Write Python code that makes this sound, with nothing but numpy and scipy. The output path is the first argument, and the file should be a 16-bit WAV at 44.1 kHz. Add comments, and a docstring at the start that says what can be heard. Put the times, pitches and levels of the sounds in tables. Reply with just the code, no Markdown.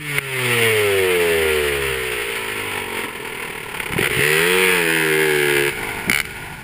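"""A single-cylinder two-stroke dirt bike, heard from close by on the microphone of a cased action camera.
It coasts down from high revs, each firing booming in the expansion pipe and rattling the fins, and by 3 s
is at a lumpy idle. Near 4 s it catches with cracks and chugs, then pulls away under load, tail to the
microphone; at 6 s it blips once more further off. All along, wind buffets the case, and the camera samples
at a low rate and holds each sample, which mirrors the sound into the treble."""
import sys
import numpy as np
from scipy import signal
from scipy.fft import rfft, irfft, next_fast_len
from scipy.io import wavfile
from scipy.ndimage import uniform_filter1d, map_coordinates

SR = 44100
rng = np.random.default_rng(int(sys.argv[2]) if len(sys.argv) > 2 else 0)


def put_to_file(sound):
    """Save the sound as 16-bit audio at rate SR, in the file named by the first command-line argument."""
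    columns = np.atleast_2d(sound).T  # one column per channel
    safe = np.clip(columns, -1, 1)
    whole_steps = np.round(safe * 32767)
    wavfile.write(sys.argv[1], SR, whole_steps.astype(np.int16))


N = 292383
T = np.arange(N) / SR
HZ = np.fft.rfftfreq(next_fast_len(N + SR // 2), 1 / SR)

# Engine speed. Each row: time in seconds, firings per second.
REVS = [(0.0, 151.8), (0.66, 112.9), (1.0, 95.2), (1.22, 86.05), (2.12, 61.1), (3.16, 41.89),
        (3.549, 38.38), (3.882, 32.58), (4.021, 55.55), (4.068, 79.8), (4.131, 62.4), (4.26, 75.07),
        (4.36, 78.7), (4.49, 90.1), (4.599, 93.9), (4.732, 90.9), (4.871, 81), (4.928, 81.67),
        (5.13, 77.14), (5.22, 78.5), (5.341, 74.55), (5.602, 70.74), (5.689, 72.4), (5.8, 51.72),
        (6.08, 47.78), (6.149, 71.5), (6.222, 76.85), (6.311, 55), (6.63, 43.46)]
# The rider's hand and the burning. Each row: time in seconds, throttle 0-1, unevenness about 0-1.
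BURNING = [(0, 0.14, 0), (2.3, 0.04, 0.43), (3.4, 0.03, 0.84), (3.79, 0, 0.85), (3.805, 0.72, 0.67),
           (3.85, 0, 0.97), (3.975, 0, 0.99), (3.985, 0.91, 0.6), (4.075, 0.7, 0.9), (4.085, 0, 1.02),
           (4.105, 0.1, 0.9), (4.112, 0, 0.77), (4.23, 0.88, 0.03), (5.69, 0.89, 0.02), (5.715, 0.04, 0.43),
           (6.63, 0.17, 0.2)]
# Level at the microphone, throttle shut. Each row: time in seconds, boom in dB, rattle in dB.
SHUT_LEVELS = [(0, -38, -15), (.2, -26.5, -19.5), (.45, -28.5, -20), (.65, -22, -19), (.85, -20.5, -23.5),
               (1.55, -22, -24.5), (1.9, -29, -26), (2.68, -36.5, -28), (3.05, -35, -29.5),
               (3.8, -43.5, -34), (4.2, -33.5, -25.5), (4.74, -34, -26), (4.88, -28, -29),
               (5.0, -30.5, -27), (5.26, -32.5, -29.5), (5.6, -35.5, -29.5), (5.7, -39.5, -30.5),
               (5.85, -37, -30.5), (6.04, -41.5, -33), (6.44, -46.5, -36), (6.63, -61, -42)]
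# The level drops at once and climbs back. Each row: start in seconds, depth in dB, recovery in seconds.
LEVEL_DIPS = [(0, 19.5, 0.23), (0.192, 14.5, 0.27), (3.06, 4, 0.4), (6.215, 6.5, 0.073)]
# How the bike faces the microphone.
# Each row: time in seconds, side on 0 to tail on 1, tail pipe ring in dB over the rattle.
FACING = [(0, 0.06, -21), (.63, 0, -9.5), (1.2, 0.16, -40), (2.9, 0.1, -14), (3.9, 0.21, -20),
          (4.25, 0.3, -19), (4.6, 0.19, -50), (5.2, 0.75, -18), (5.5, 0.8, -40), (5.65, 0.88, -19),
          (5.87, 0.72, -1), (6.1, 0.88, -22)]
# Lowest engine orders. Each row: firings per second, then in dB over the rattle the first and the
# second order with the throttle shut, and the first at full throttle.
ORDER_LEVELS = [(40, -34, -26, -10), (50, -25, -12, -22), (57.3, -21, -26, -29), (66.6, -9, -9.5, -30),
                (79, -8, -19.5, -60), (82.6, -10, -11, -51), (90, -21, -11, -29), (94.4, -9, -16, -27),
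                (102, -8.5, -14, -26), (123, -7.5, -12.5, -21), (132, -6.5, -26, -25), (160.5, 2, 5, -27)]
# Expansion pipe modes. Each row: centre in Hz, width in Hz, gain in dB.
BELLY_MODE = [(354, 166, 0)]  # the wide belly that all the others pass through
SIDE_MODES = [(226, 77, -5), (372.4, 33, 6.5), (448, 49, 12)]
LOADED_SIDE_MODES = [(382, 45, 4.5), (461, 56, 4.5)]  # damped more
TAIL_MODES = [(304, 70, -4), (375, 33.6, 12), (453, 44, 10.5)]
HOLLOW_MODE = [(234, 25, 0)]  # slow engine
COASTING_MODE = [(657, 96, 0)]  # fast engine off load
# Exhaust bands, each applied twice. Each row: centre in Hz, width in Hz, gain per pass in dB.
BARK_SIDE = [(937, 340, 5.5), (1334, 150, 4)]
BARK_TAIL = [(832, 324, 28), (1440, 170, 27)]
RING_BAND = [(2190, 300, 0)]
SNAP_SIDE_BANDS = [(1960, 540, 1.5), (2470, 530, 0)]
SNAP_TAIL_BANDS = [(1570, 120, 1), (2300, 1200, 0)]
SPIT_BAND = [(4570, 1600, -3.5)]
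SPUTTER_BAND = [(255, 290, 5.5)]
# Tail pipe snap under full load. Each row: time in seconds, level in dB over the fins.
SNAP_LEVELS = [(4.2, 1), (4.6, -2), (5.0, 5), (5.4, -1), (5.65, 1)]
# Hard firings, one a turn in a run. Each row: start in seconds, run length in seconds, level in dB.
HARD_FIRINGS = [(0.1842, 0, 4), (0.391, 0, -8), (3.769, 0, -11), (3.802, 0, -4), (3.924, 0, -8.5),
                (3.9343, 0, -3), (3.9816, 0, -2), (4.0264, .05, 0), (4.1104, 0, -3.5), (4.1914, .02, -13),
                (6.0972, .097, 8.5), (6.2015, 0, 5.5), (6.214, 0, -6), (6.253, 0, -9)]
# Tail pipe modes in a crack. Each row: pitch in Hz, level in dB, time to fall 60 dB in seconds.
CRACK_MODES = [(2164, -1, 0.0037), (1760, -10, 0.0041), (2940, -20, 0.019), (2250, -21, 0.033)]
# Chugs as the engine stumbles and catches. Each row: start in seconds, level in dB, pitch in Hz.
CHUG_EVENTS = [(3.045, -14, 298.8), (3.905, -13, 129.9), (3.933, -10, 151), (3.963, -3.5, 153),
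               (3.987, -4.5, 390), (4.01, -7, 175), (4.108, -7.5, 416), (4.169, -11, 154), (4.19, -5, 153),
               (6.074, -10.5, 200.8), (6.084, -10, 197), (6.1, -5, 235)]
# Wind on the case. Each row: time in seconds, level in dB.
WIND_LEVELS = [(0, -46.5), (1.5, -49.5), (4.1, -40), (4.7, -73), (5.8, -35), (6.63, -39)]
# Noise spectra at the microphone. Each row: frequency in Hz, relative density in dB.
FINS_SIDE_SPECTRUM = [(900, -17.5), (1250, -3.5), (1590, -9.5), (1750, -0.5), (2200, 1), (2900, -2.5),
                      (3300, -6.5), (3900, -17.5), (4700, -16.5), (6000, -29.5), (8000, -100)]
FINS_TAIL_SPECTRUM = [(900, -16), (1280, -6.5), (1450, -0.5), (1860, -2), (2260, 1), (2800, -6),
                      (3800, -16.5), (5200, -17.5), (6000, -51), (8000, -100)]
FRAME_SPECTRUM = [(40, -57.5), (70, -33), (254, -20), (424, 3), (600, -17), (1500, -63)]
WIND_SPECTRUM = [(10, -6), (25, 7), (60, 1), (150, 8.5), (800, -20)]


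def engine(full_load_throttle=.7, slow_hz=58.1, slow_span_hz=8.1):
    """One firing per turn drives the low orders, the pipe, the fins and the silencer."""
    hz, turns = speed()
    boom_db, rattle_db = levels()
    throttle, uneven, away = riding()
    load = np.clip(throttle / full_load_throttle, 0, 1) ** 2
    slow = np.clip((slow_hz - hz) / slow_span_hz, 0, 1) * (1 - throttle)
    fired = np.interp(np.arange(1, int(turns[-1])), turns, T)
    at = (fired * SR).astype(int)
    # uneven burning: each firing differs in strength and comes a little late
    scatter_db = .35 + 1.95 * uneven[at] ** 2 * (1 - away[at] / 2)
    timing, strength, shaking = rng.standard_normal((len(fired), 3)).T
    late_s = np.abs(1e-4 * scatter_db * timing)
    strength_db = scatter_db * strength
    pulses = laid_out(fired + late_s, amp(strength_db)[:, None])
    steady = laid_out(fired, np.ones((len(fired), 1)))
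    boom = pipe_boom(pulses, steady, load, slow)
    metal = with_hiss(metal_shake(fired, hz[at], strength_db + 1.36 * shaking))
    snap_gain = load * amp(curves(SNAP_LEVELS, T)[0])
    rattle = (fin_rattle(metal) + snap_gain * tail_snap(pulses, steady)) / np.sqrt(1 + snap_gain ** 2)
    body = low_orders(hz, turns, throttle) + rattle + silencer(metal, slow, away)
    return amp(boom_db) * boom + amp(rattle_db) * body


def speed(slip_s=.1):
    """Firings a second and turns made; drag takes a steady share each second, hence the log scale."""
    times, firings = np.transpose(REVS)
    hz = np.exp(np.interp(T, times, np.log(firings)))
    turns = np.cumsum(hz) / SR
    for start, lasts, _ in HARD_FIRINGS:
        at = round(start * SR)
        if lasts * hz[at] >= 1:  # the stumbling engine falls into step just before a run
            slip = round(turns[at]) - turns[at]
            turns = turns + slip * np.clip(1 + (T - start) / slip_s, 0, 1)
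    return hz, turns


def levels(throttle_boom_db=20.5, throttle_rattle_db=10):
    """Boom and rattle in dB at the microphone, from the bike's place, the throttle and the dips."""
    boom_db, rattle_db = curves(SHUT_LEVELS, T)
    throttle = curves(BURNING, T)[0]
    dip_db = sum(db * np.clip(1 - (T - s) / back, 0, 1) * (T >= s) for s, db, back in LEVEL_DIPS)
    return (boom_db + throttle_boom_db * throttle - dip_db,
            rattle_db + throttle_rattle_db * throttle - dip_db)


def riding():
    """Throttle, uneven burning and rolling away (tail on, throttle shut), each 0-1."""
    throttle, uneven = np.clip(curves(BURNING, T), 0, 1)
    return throttle, uneven, curves(FACING, T)[0] * (1 - throttle)


def turned(side, rear):
    """The microphone hears less of the side and more of the tail as the bike turns."""
    angle = curves(FACING, T)[0] * np.pi / 2
    return np.cos(angle) * side + np.sin(angle) * rear


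def pipe_boom(pulses, steady, load, slow, hollow_db=-6, coasting_db=-21):
    """Firings ring the expansion pipe: more damped under load, hollow when the engine is slow."""
    def piped(modes):
        return through(pulses, resonances(modes) * resonances(BELLY_MODE), steady)
    side = (1 - load) * piped(SIDE_MODES) + load * piped(LOADED_SIDE_MODES)
    hollow = slow * amp(hollow_db) * piped(HOLLOW_MODE)
    coasting = (1 - slow) * (1 - load) * amp(coasting_db) * piped(COASTING_MODE)
    return turned(side, piped(TAIL_MODES)) + hollow + coasting


def low_orders(hz, turns, throttle, open_second_db=-13.5):
    """Hum at the firing rate and its octave."""
    first_db, second_db, open_first_db = curves(ORDER_LEVELS, hz)
    first = amp(first_db + (open_first_db - first_db) * throttle) * np.sin(2 * np.pi * turns)
    second = amp(second_db + (open_second_db - second_db) * throttle) * np.sin(4 * np.pi * turns)
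    return np.sqrt(2) * (first + second)


def metal_shake(fired, hz, strength_db, coast_turns=8.4, idle_turns=2.2, load_t60_s=.025, rise_s=.0055):
    """Each firing shakes the metal much like the one before, so blurred lines reach into the treble."""
    throttle, uneven, _ = np.array(riding())[:, (fired * SR).astype(int)]
    shut_t60 = (coast_turns + (idle_turns - coast_turns) * uneven ** 2) / hz
    t60 = shut_t60 * (1 - throttle) + load_t60_s * throttle
    alike = .975 - .475 * uneven
    shake = rng.standard_normal((len(fired), SR // 20))
    for k in range(1, len(fired)):
        shake[k] = alike[k] * shake[k - 1] + np.sqrt(1 - alike[k] ** 2) * shake[k]
    age = np.arange(shake.shape[1]) / SR
    dying = amp(-60 * age / t60[:, None]) * (1 - np.exp(-age / rise_s))
    dying /= np.linalg.norm(dying, axis=1)[:, None]
    size = amp(strength_db) * np.sqrt(SR / hz)
    return laid_out(fired, shake * dying * size[:, None])


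def with_hiss(shake, idle_db=-15, away_db=8.5, throttle_db=-2):
    """Chain, gears and intake hiss between the firings; the total power stays about the same."""
    throttle, uneven, away = riding()
    idling = uneven * (1 - throttle)
    gain = amp(-3 + idle_db * idling + away_db * away + throttle_db * throttle)
    return (shake + gain * rng.standard_normal(N)) / np.sqrt(1 + gain ** 2)


def fin_rattle(metal):
    """The cooling fins radiate the shaking as a bright rattle."""
    return turned(shaped(metal, colour(FINS_SIDE_SPECTRUM)), shaped(metal, colour(FINS_TAIL_SPECTRUM)))


def tail_snap(pulses, steady, late_s=.0025):
    """Each firing snaps cleanly at the tail pipe, delayed to ride the crest of the boom."""
    delay = np.exp(-2j * np.pi * HZ * late_s)
    side = through(pulses, resonances(SNAP_SIDE_BANDS) ** 2 * delay, steady)
    rear = through(pulses, resonances(SNAP_TAIL_BANDS) ** 2 * delay, steady)
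    return turned(side, rear)


def silencer(metal, slow, away, bark_db=-17.5, slow_db=11.5, away_db=6):
    """The shaken silencer barks, more when slow or rolling away, and its tail pipe rings."""
    bark = turned(shaped(metal, resonances(BARK_SIDE) ** 2), shaped(metal, resonances(BARK_TAIL) ** 2))
    ring = shaped(metal, resonances(RING_BAND) ** 2)
    ring_db = curves(FACING, T)[1]
    return amp(bark_db + slow_db * slow + away_db * away) * bark + amp(ring_db) * ring


def cracks(fall_db=1.5, load_sag=.15, rise_s=.00027, ground_s=.0014, spit_t60_s=.01):
    """Hard firings crack in the tail pipe, doubled by the ground; from behind they spit more gas."""
    turns = speed()[1]
    firings = []
    for start, lasts, db in HARD_FIRINGS:
        first, last = np.interp([start, start + lasts], T, turns)
        for k in range(int(last - first) + 1):
            firings.append((np.interp(first + k, turns, T), db - fall_db * k))
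    starts, db = np.transpose(firings)
    gain = amp(db[:, None])
    tail = curves(FACING, starts)[0][:, None]
    throttle = curves(BURNING, starts)[0][:, None]
    pitch = 1 - load_sag * throttle * (1 - tail)  # sinks under load, side on
    age = np.arange(SR // 25) / SR
    scatter = rng.standard_normal((len(starts), len(CRACK_MODES), 2))
    ring = 0
    for k, (hz, mode_db, t60) in enumerate(CRACK_MODES):
        dying = amp(mode_db + 1.5 * scatter[:, k, :1] - 60 * age / t60)
        detune = 1 + .03 * scatter[:, k, 1:]
        ring = ring + dying * np.sin(2 * np.pi * hz * pitch * detune * age)
    ring *= 1 - np.exp(-age / rise_s)
    bounce = .6 * np.pad(ring, ((0, 0), (round(ground_s * SR), 0)))[:, :len(age)]
    gas = tail * gain * amp(-60 * age / spit_t60_s) * rng.standard_normal(ring.shape)
    spit = filtered(laid_out(starts, gas), resonances(SPIT_BAND) ** 2)
    return laid_out(starts, gain * (ring + bounce)) + spit


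def chugs(rise_s=.0025, t60_s=.03):
    """Soft low pushes from the pipe, each with a sputter of rough gas."""
    starts, db, hz = np.transpose(CHUG_EVENTS)
    age = np.arange(SR // 15) / SR
    swell = amp(db[:, None] - 60 * age / t60_s) * (1 - np.exp(-age / rise_s))
    push = laid_out(starts, swell * np.sin(2 * np.pi * hz[:, None] * age))
    gas = laid_out(starts, swell * rng.standard_normal(swell.shape))
    return push + filtered(gas, resonances(SPUTTER_BAND) ** 2)


def frame_rumble(under_rattle_db=21.5, uneven_db=17):
    """Tyres and frame rumble under the engine, more when it burns unevenly and is side on."""
    roughness = curves(BURNING, T)[1] * (1 - curves(FACING, T)[0] / 2)
    db = levels()[1] - under_rattle_db + uneven_db * roughness + wobble(3.6)
    return amp(db) * shaped(rng.standard_normal(N), colour(FRAME_SPECTRUM))


def wind():
    """Wind buffets the case, right at the microphone."""
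    db = curves(WIND_LEVELS, T)[0] + .33 * wobble(2.63)
    return amp(db) * shaped(rng.standard_normal(N), colour(WIND_SPECTRUM))


def amp(db):
    """Gain of a level in dB."""
    return 10 ** (np.asarray(db) / 20)


def curves(rows, at):
    """Each later column, read at these values of the first."""
    axis, *columns = np.transpose(rows)
    return [np.interp(at, axis, column) for column in columns]


def colour(points):
    """Gain of (Hz, dB) points on a log axis."""
    hz, db = np.transpose(points)
    return amp(np.interp(np.log(HZ + 1), np.log(hz + 1), db))


def resonances(modes):
    """Causal response of (Hz, width, dB) modes, alternating in sign."""
    return sum((-1) ** k * amp(db) * 1j * HZ * width / (hz ** 2 - HZ ** 2 + 1j * HZ * width)
               for k, (hz, width, db) in enumerate(modes))


def filtered(x, response):
    """x through a response given on the grid HZ."""
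    size = 2 * (len(HZ) - 1)
    return irfft(rfft(x, size) * response, size)[..., :N]


def shaped(x, response):
    """x filtered and scaled to rms 1."""
    y = filtered(x, response)
    return y / np.sqrt(np.mean(y ** 2) + 1e-20)


def through(pulses, response, steady):
    """Pulses filtered and scaled so that the steady ones would hold rms 1."""
    power = uniform_filter1d(filtered(steady, response) ** 2, size=SR // 12)
    return filtered(pulses, response) / np.sqrt(np.abs(power) + 1e-12)


def wobble(rate):
    """A smooth random curve, rate knots a second."""
    return map_coordinates(rng.standard_normal(int(N * rate / SR) + 4), [T * rate])


def laid_out(starts, bursts):
    """One burst (row) at each start in seconds."""
    at = np.round(starts * SR).astype(int)[:, None] + np.arange(bursts.shape[1])
    return np.bincount(at.ravel(), bursts.ravel(), N + SR)[:N]


def scene():
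    """The bike and the wind at the one microphone."""
    return (engine() + cracks() + chugs() + wind() + frame_rumble())[None]


def record(dry, ceiling=.7, sample_hz=12000, hold=4, top_hz=15400):
    """The camera's input saturates and is sampled at a low rate; holding each sample mirrors it upward."""
    soft = dry / (1 + np.abs(dry / ceiling) ** 4) ** (1 / 4)
    sampled = signal.resample_poly(soft, sample_hz, SR, axis=1)
    held = signal.resample_poly(np.repeat(sampled, hold, axis=1), SR, hold * sample_hz, axis=1)
    return filtered(held, HZ < top_hz)


dry = scene()
out = record(dry)
put_to_file(out)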